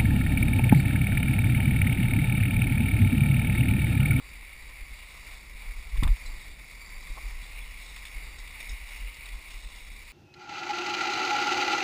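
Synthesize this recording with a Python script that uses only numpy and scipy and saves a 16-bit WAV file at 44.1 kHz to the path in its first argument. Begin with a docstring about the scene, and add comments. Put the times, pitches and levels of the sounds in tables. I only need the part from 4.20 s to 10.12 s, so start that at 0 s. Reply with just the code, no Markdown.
"""A camera in a sealed housing on a climber's head, near a waterfall and a stream.
From the start, random splashes excite the housing's resonances, over rumble and a restless tremble of the mount.
From 0.6 s, moves shudder the strap and scuff the rock; from 1.75 to 1.9 s a hard landing strikes the housing.
From 2 s, small hard parts tick and ring among further scuffs, pats and shudders.
The recorder samples slowly and holds each sample, so the whole sound is mirrored into the treble."""
import sys
import numpy as np
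from scipy import signal
from scipy.fft import rfft, irfft
from scipy.io import wavfile
from scipy.ndimage import uniform_filter1d

SR = 44100
rng = np.random.default_rng(int(sys.argv[2]) if len(sys.argv) > 2 else 0)


def inscribe(sig):
    """Save sig as 16-bit PCM at rate SR to the path in sys.argv[1].

    A 1-D sig is mono; a 2-D sig holds one channel per row.
    Samples are clipped to [-1, 1] before scaling.
    """
    pcm = np.round(np.clip(np.atleast_2d(sig).T, -1, 1) * 32767)
    wavfile.write(sys.argv[1], SR, pcm.astype(np.int16))


N = 261072
T = np.arange(N) / SR  # time in seconds

# Moves that shake the mount on its strap. Each row: middle in seconds, peak level in dB, length in seconds.
JOLTS = [(0.621, -34.5, 0.071), (0.716, -34.5, 0.055), (1.113, -40, 0.16), (1.35, -40, 0.094),
         (1.49, -33, 0.11), (1.58, -30, 0.11), (1.672, -35, 0.089), (1.742, -21.5, 0.055),
         (1.786, -13.5, .06), (1.852, -12.5, 0.078), (1.908, -15, 0.083), (2.105, -33, 0.32),
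         (2.298, -36, 0.12), (2.77, -38.5, .12), (2.906, -27.5, 0.059), (3.055, -31, 0.11),
         (3.153, -35.5, 0.27), (3.45, -44, 0.14), (3.743, -43, 0.26), (3.965, -30, 0.038),
         (4.053, -38, 0.14), (4.185, -38.5, 0.23), (4.52, -30, 0.094), (4.624, -37.5, 0.08),
         (4.84, -35, 0.19), (4.995, -41, 0.054), (5.147, -34, 0.14), (5.358, -36, 0.083),
         (5.454, -33.5, 0.057)]
# The small shaking that never stops: level and wander in dB, new wander targets per second.
TREMBLE_DB, TREMBLE_WANDER_DB, TREMBLE_WANDER_PER_S = -46, 3, 14
# The strap resonance; the width is that of a single pass of the filter.
SHUDDER_HZ, SHUDDER_WIDTH_HZ = 37.06, 29.2
EVENNESS = 0.8  # share of the noise's own beating removed, 0 to 1
SHUDDER_ADVANCE_S, SHUDDER_TOP_HZ = 0.0087, 50

# Dull blows that push the whole housing. Each row: start in seconds, level in dB, push length in seconds.
THUDS = [(1.774, -25.5, 0.0064), (1.825, -15.5, 0.0033), (1.844, -39, 0.0014), (1.864, -25.5, 0.0033),
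         (1.889, -20, 0.0071), (2.9, -45, 0.003), (3.225, -44, 0.003)]
# Low modes of the mount. Each row: frequency at the blow in Hz, level in dB, time to fall 60 dB in seconds.
THUD_MODES = [(96, -9.5, 0.19), (132, -7, 0.11), (186, -11.5, 0.15), (273, 2, 0.028)]
THUD_SAG, THUD_SAG_S = 0.44, 0.05  # share of the pitch lost, time constant

# Scuffs and knocks carried through the body.
# Each row: start in seconds, peak level in dB, hardness in dB per octave, time to fall 60 dB in seconds.
SCUFFS = [(0.6075, -49, 6, 0.028), (1.7703, -38.5, 1.5, 0.036), (1.8322, -23.5, 3.5, 0.018),
          (1.835, -34.5, -5, 0.051), (1.8755, -34, 1, 0.035), (1.929, -44, -4, 0.017),
          (1.9664, -40, -1.5, 0.024), (2.393, -47, -1, 0.044), (2.8697, -40.5, -4, 0.034),
          (3.101, -51, 9, 0.033), (3.761, -40, 1, 0.06), (3.851, -39, 5, 0.048), (3.865, -43, 4, 0.045),
          (3.88, -47, 8.5, 0.027), (4.274, -38, 3, 0.027), (4.688, -38, 5, 0.02), (4.943, -49, 12, 0.03),
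          (5.0873, -39, 6, 0.026), (5.304, -43, 3, 0.051), (5.559, -49, 12, 0.029)]
# Broad resonances of the body that carries scuffs, the strongest first.
# Each row: frequency in Hz, single-pass width in Hz, level in dB before hardness tilts it.
BODY_MODES = [(2160, 820, 0.5), (1070, 590, -10), (2960, 2000, -11.5), (3560, 420, -4.5), (4850, 2400, -10)]
# Soft pats of a palm on rock. Each row: start in seconds, peak level in dB, time to fall 60 dB in seconds.
PATS = [(1.755, -42, 0.049), (1.824, -26, 0.045), (1.843, -31.5, 0.051), (1.867, -32, 0.058),
        (2.961, -42, 0.052), (2.97, -35.5, 0.048), (2.979, -35, 0.019), (3.755, -56, 0.034)]
# Soft low resonances that carry pats. Each row: frequency in Hz, single-pass width in Hz, relative level in dB.
PAT_MODES = [(527, 480, -5), (992, 400, 4.5)]

# Small hard parts of the housing that tick and ring.
# Each row: start in seconds, tone level in dB, pitch in Hz, latch ring level in dB, time to fall 60 dB in seconds.
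TICKS = [(2.0607, -41.5, 4050, -51, 0.092), (2.808, -54, 3870, -50, 0.07), (2.8255, -52, 3930, -56, 0.07),
         (3.4131, -43.5, 3420, -59, 0.065), (4.184, -48, 3780, -49, 0.1), (4.4024, -39, 3680, -41.5, 0.053),
         (4.4924, -37, 3750, -41, 0.057), (4.514, -48, 3700, -48, 0.07), (5.0574, -35.5, 3810, -51, 0.028)]
LATCH_HZ, LATCH_WIDTH_HZ = 5370, 470

# Water as the head turns. Each row: time in seconds, level in dB, brightness in dB,
# extra level of the shoulder above the main resonance in dB; each group takes its own share of the last two.
WATER = [(0.0, -49.5, -2.5, 1), (0.5, -51.5, -3, -1.5), (0.9, -51, 0.5, 1.5), (1.2, -52, 1.5, -3),
         (1.5, -51.5, -0.5, -1.5), (1.88, -49, -1.5, -2), (2.37, -52, 1.5, -4.5), (2.7, -51, -1, -11),
         (3.1, -50.5, 0, -1), (3.43, -49.5, 0, 3.5), (3.7, -51.5, 4, 3.5), (4.05, -50, -2.5, -1),
         (4.5, -50, 1.5, 3.5), (4.8, -48, -1.5, 3.5), (5.1, -51.5, 3.5, 5), (5.51, -53, 4, 3),
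         (5.92, -52.5, 2, 1.5)]
# Housing resonances in six groups: low, main, shoulder, upper, high, top.
# Each row of a group: frequency in Hz, single-pass width in Hz, relative level in dB.
HOUSING = [
    [(776, 890, 3), (1048, 416, 7), (1355, 450, 0.5)],
    [(2006, 330, -0.5), (2228, 433, 6)],
    [(2510, 210, -1), (2793, 325, 0.5)],
    [(3392, 110, 5.5), (3757, 560, 7), (4260, 910, -0.5)],
    [(4663, 300, -7)],
    [(5377, 740, 0)],
]
# How each group hears the water. Each row: offset from the water level in dB, share of brightness followed,
# share of the shoulder's extra level followed.
GROUPS = [(-9, .3, -0.018), (2, 0.035, 0.039), (-9, .1, 1.1), (-7, .9, 0.15), (-11, .3, -0.31),
          (-10, .8, 0.08)]

# Spectrum of wind and body rumble through the housing wall. Each row: frequency in Hz, relative level in dB.
RUMBLE_SPECTRUM = [(35, -38), (60, -8.5), (68, -7), (81, -17.5), (130, -21), (280, -27), (600, -32.5),
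                   (780, -49), (1320, -120)]
RUMBLE_DB = -57.5  # before the moves swell it
RUMBLE_FOLLOWS = 0.18  # share of the shaking's dB that the rumble takes over

SLOW_SR, HOLD = 12000, 4  # recorder's samples per second, steps for which each is held
SOFT_HZ, TOP_HZ = 5600, 15260  # low-pass cutoffs before and after the recorder


def undb(db):
    """Decibels as an amplitude ratio."""
    return 10 ** (np.asarray(db) / 20)


def level(x, db):
    """Normalization: the whole signal is scaled to one root-mean-square level."""
    return x * undb(db) / np.sqrt(np.mean(x ** 2))


def ring(x, hz, width_hz):
    """Resonance: a peak filter applied twice has steep skirts."""
    b, a = signal.iirpeak(hz, hz / width_hz, SR)
    return signal.lfilter(b, a, signal.lfilter(b, a, x))


def resonate(sources, modes):
    """Modal superposition: each resonance has its own drive, and their outputs add."""
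    return sum(undb(db) * ring(x, hz, width_hz) for x, (hz, width_hz, db) in zip(sources, modes))


def walk(rate):
    """Slow random variation: levels held 1 / rate seconds and slewed twice, with a spread near 1."""
    hold = int(SR / rate)
    steps = np.repeat(rng.standard_normal(N // hold + 1), hold)
    smooth = uniform_filter1d(uniform_filter1d(steps, hold), hold)
    return 1.25 * smooth[:N]


def decay(t, decay_s):
    """Exponential damping: a fall of 60 dB in decay_s."""
    return np.exp(-np.log(1000) * t / decay_s)


def fade(start_s, decay_s, rise_s):
    """Transient envelope: an exponential rise, then exponential damping."""
    t = np.maximum(T - start_s, 0)
    return (1 - np.exp(-t / rise_s)) * decay(t, decay_s)


def bursts(modes, rows, rise_s):
    """Friction noise: grit of uneven strength under (start, dB, decay) envelopes excites resonances."""
    unevenness = rng.standard_normal(N // 40 + 1).repeat(40)[:N]
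    grit = rng.standard_normal((len(modes), N)) * undb(1.2 * unevenness)
    envelope = sum(undb(db) * fade(s, decay_s, rise_s) for s, db, decay_s in rows)
    return resonate(grit * envelope, modes) / np.std(resonate(grit, modes))


def shaking():
    """Base excitation: each jolt swells and fades, adding in power to a restless tremble."""
    jolts = 0
    for middle_s, db, length_s in JOLTS:
        phase = np.clip((T - middle_s) / length_s + 0.5, 0, 1)
        jolts = jolts + undb(db) * np.sin(np.pi * phase) ** 2
    tremble = undb(TREMBLE_DB + TREMBLE_WANDER_DB * walk(TREMBLE_WANDER_PER_S))
    return np.hypot(jolts, tremble)


def shudder(moves):
    """Mass on a spring: noise in the strap resonance, mostly freed of its own beating, follows the moves."""
    analytic = signal.hilbert(ring(rng.standard_normal(N), SHUDDER_HZ, SHUDDER_WIDTH_HZ))
    even = (analytic / np.abs(analytic) ** EVENNESS).real
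    shake = level(even, 0) * moves
    early = np.roll(shake, -int(SHUDDER_ADVANCE_S * SR))  # allows for the delay of the low-pass
    # the mass cannot follow faster
    return signal.sosfilt(signal.butter(5, SHUDDER_TOP_HZ, fs=SR, output="sos"), early)


def thuds():
    """Impulse response: half-sine pushes excite low modes, whose pitch sags as the stretched strap relaxes."""
    t = T[:SR // 4]
    # the integral of an exponentially falling pitch
    sagging_t = t * (1 - THUD_SAG) + THUD_SAG * THUD_SAG_S * (1 - np.exp(-t / THUD_SAG_S))
    response = sum(undb(db) * decay(t, decay_s) * np.sin(2 * np.pi * hz * sagging_t)
                   for hz, db, decay_s in THUD_MODES)
    force = np.zeros(N)
    for s, db, push_s in THUDS:
        push = np.sin(np.pi * np.clip((T - s) / push_s, 0, 1))
        force -= undb(db) * push / push.sum()  # equal dB means equal impulse
    return signal.fftconvolve(force, response)[:N]


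def scuffs():
    """Contact hardness: harder scuffs put more of their force into the higher body resonances."""
    s, peak_db, hardness, decay_s = np.transpose(SCUFFS)
    out = 0
    for hz, width_hz, db in BODY_MODES:
        octaves = np.log2(hz / BODY_MODES[0][0])
        rows = zip(s, peak_db + db + hardness * octaves, decay_s)
        out = out + bursts([(hz, width_hz, 0)], rows, 0.0013)
    return out


def pats():
    """Soft contact: the slower rise of a palm's pat sounds through low resonances."""
    return bursts(PAT_MODES, PATS, 0.0047)


def ticks():
    """Damped free vibration: each tick rings a close cluster of modes and rattles the latch."""
    tones = 0
    for s, db, hz, _, decay_s in TICKS:
        t = T - s
        cluster = 1 + 0.19 * np.cos(2 * np.pi * 130 * t)  # adds a partial 130 Hz to either side
        tones = tones + undb(db) * fade(s, decay_s, 0.00069) * np.sin(2 * np.pi * hz * t) * cluster
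    latch_rows = [(s, latch_db, decay_s) for s, _, _, latch_db, decay_s in TICKS]
    return tones + bursts([(LATCH_HZ, LATCH_WIDTH_HZ, 0)], latch_rows, 0.00025)


def splashes():
    """Shot noise: random hits of uneven strength, about 400 a second, rise suddenly and die in a few ms."""
    hits = (rng.random(N) < 400 / SR) * undb(2.0 * rng.standard_normal(N))
    return level(signal.lfilter([1], [1, -np.exp(-1 / (0.0043 * SR))], hits), 0)


def water():
    """Resonant transmission: splashes shared by all groups or heard in one; each resonance flickers alone."""
    s, level_db, bright_db, shoulder_db = np.transpose(WATER)
    flow = undb(0.76 * walk(12))
    common = splashes()
    out = 0
    for modes, (db, bright, shoulder) in zip(HOUSING, GROUPS):
        strength = flow * (1 + undb(-8) * common + undb(-13.0) * splashes())
        flicker = undb([1.48 * walk(14) for _ in modes])
        # each resonance is driven at its own spot of the wall
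        roar = resonate(strength * flicker * rng.standard_normal((len(modes), N)), modes)
        group_db = level_db + db + bright * bright_db + shoulder * shoulder_db
        out = out + level(roar, 0) * undb(np.interp(T, s, group_db))
    return out


def rumble(moves):
    """Spectral shaping: low-frequency noise gusts a little and swells with the moves."""
    hz, db = np.transpose(RUMBLE_SPECTRUM)
    f = np.arange(N // 2 + 1) * SR / N + 1  # 1 Hz added to keep the logarithm finite
    spectrum = undb(np.interp(np.log(f), np.log(hz), db))
    noise = irfft(rfft(rng.standard_normal(N)) * spectrum, N)
    swell = (moves / undb(TREMBLE_DB)) ** RUMBLE_FOLLOWS
    return level(noise * undb(1.6 * walk(7)), RUMBLE_DB) * swell


def scene():
    """Superposition: all sources add, and the same moves drive the shudder and swell the rumble."""
    moves = shaking()
    return (shudder(moves) + thuds() + scuffs() + pats() + ticks() + water() + rumble(moves))[None]


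def record(dry):
    """Sample and hold: slow samples held for four steps leave mirror images around 6 and 12 kHz."""
    soft = signal.sosfilt(signal.butter(4, SOFT_HZ, fs=SR, output="sos"), dry)
    slow = signal.resample_poly(soft, SLOW_SR, SR, axis=1)
    held = signal.resample_poly(slow.repeat(HOLD, axis=1), SR, SLOW_SR * HOLD, axis=1)[:, :N]
    return signal.sosfilt(signal.ellip(16, 0.2, 70, TOP_HZ, fs=SR, output="sos"), held)  # cuts the top


dry = scene()
out = record(dry)
inscribe(out)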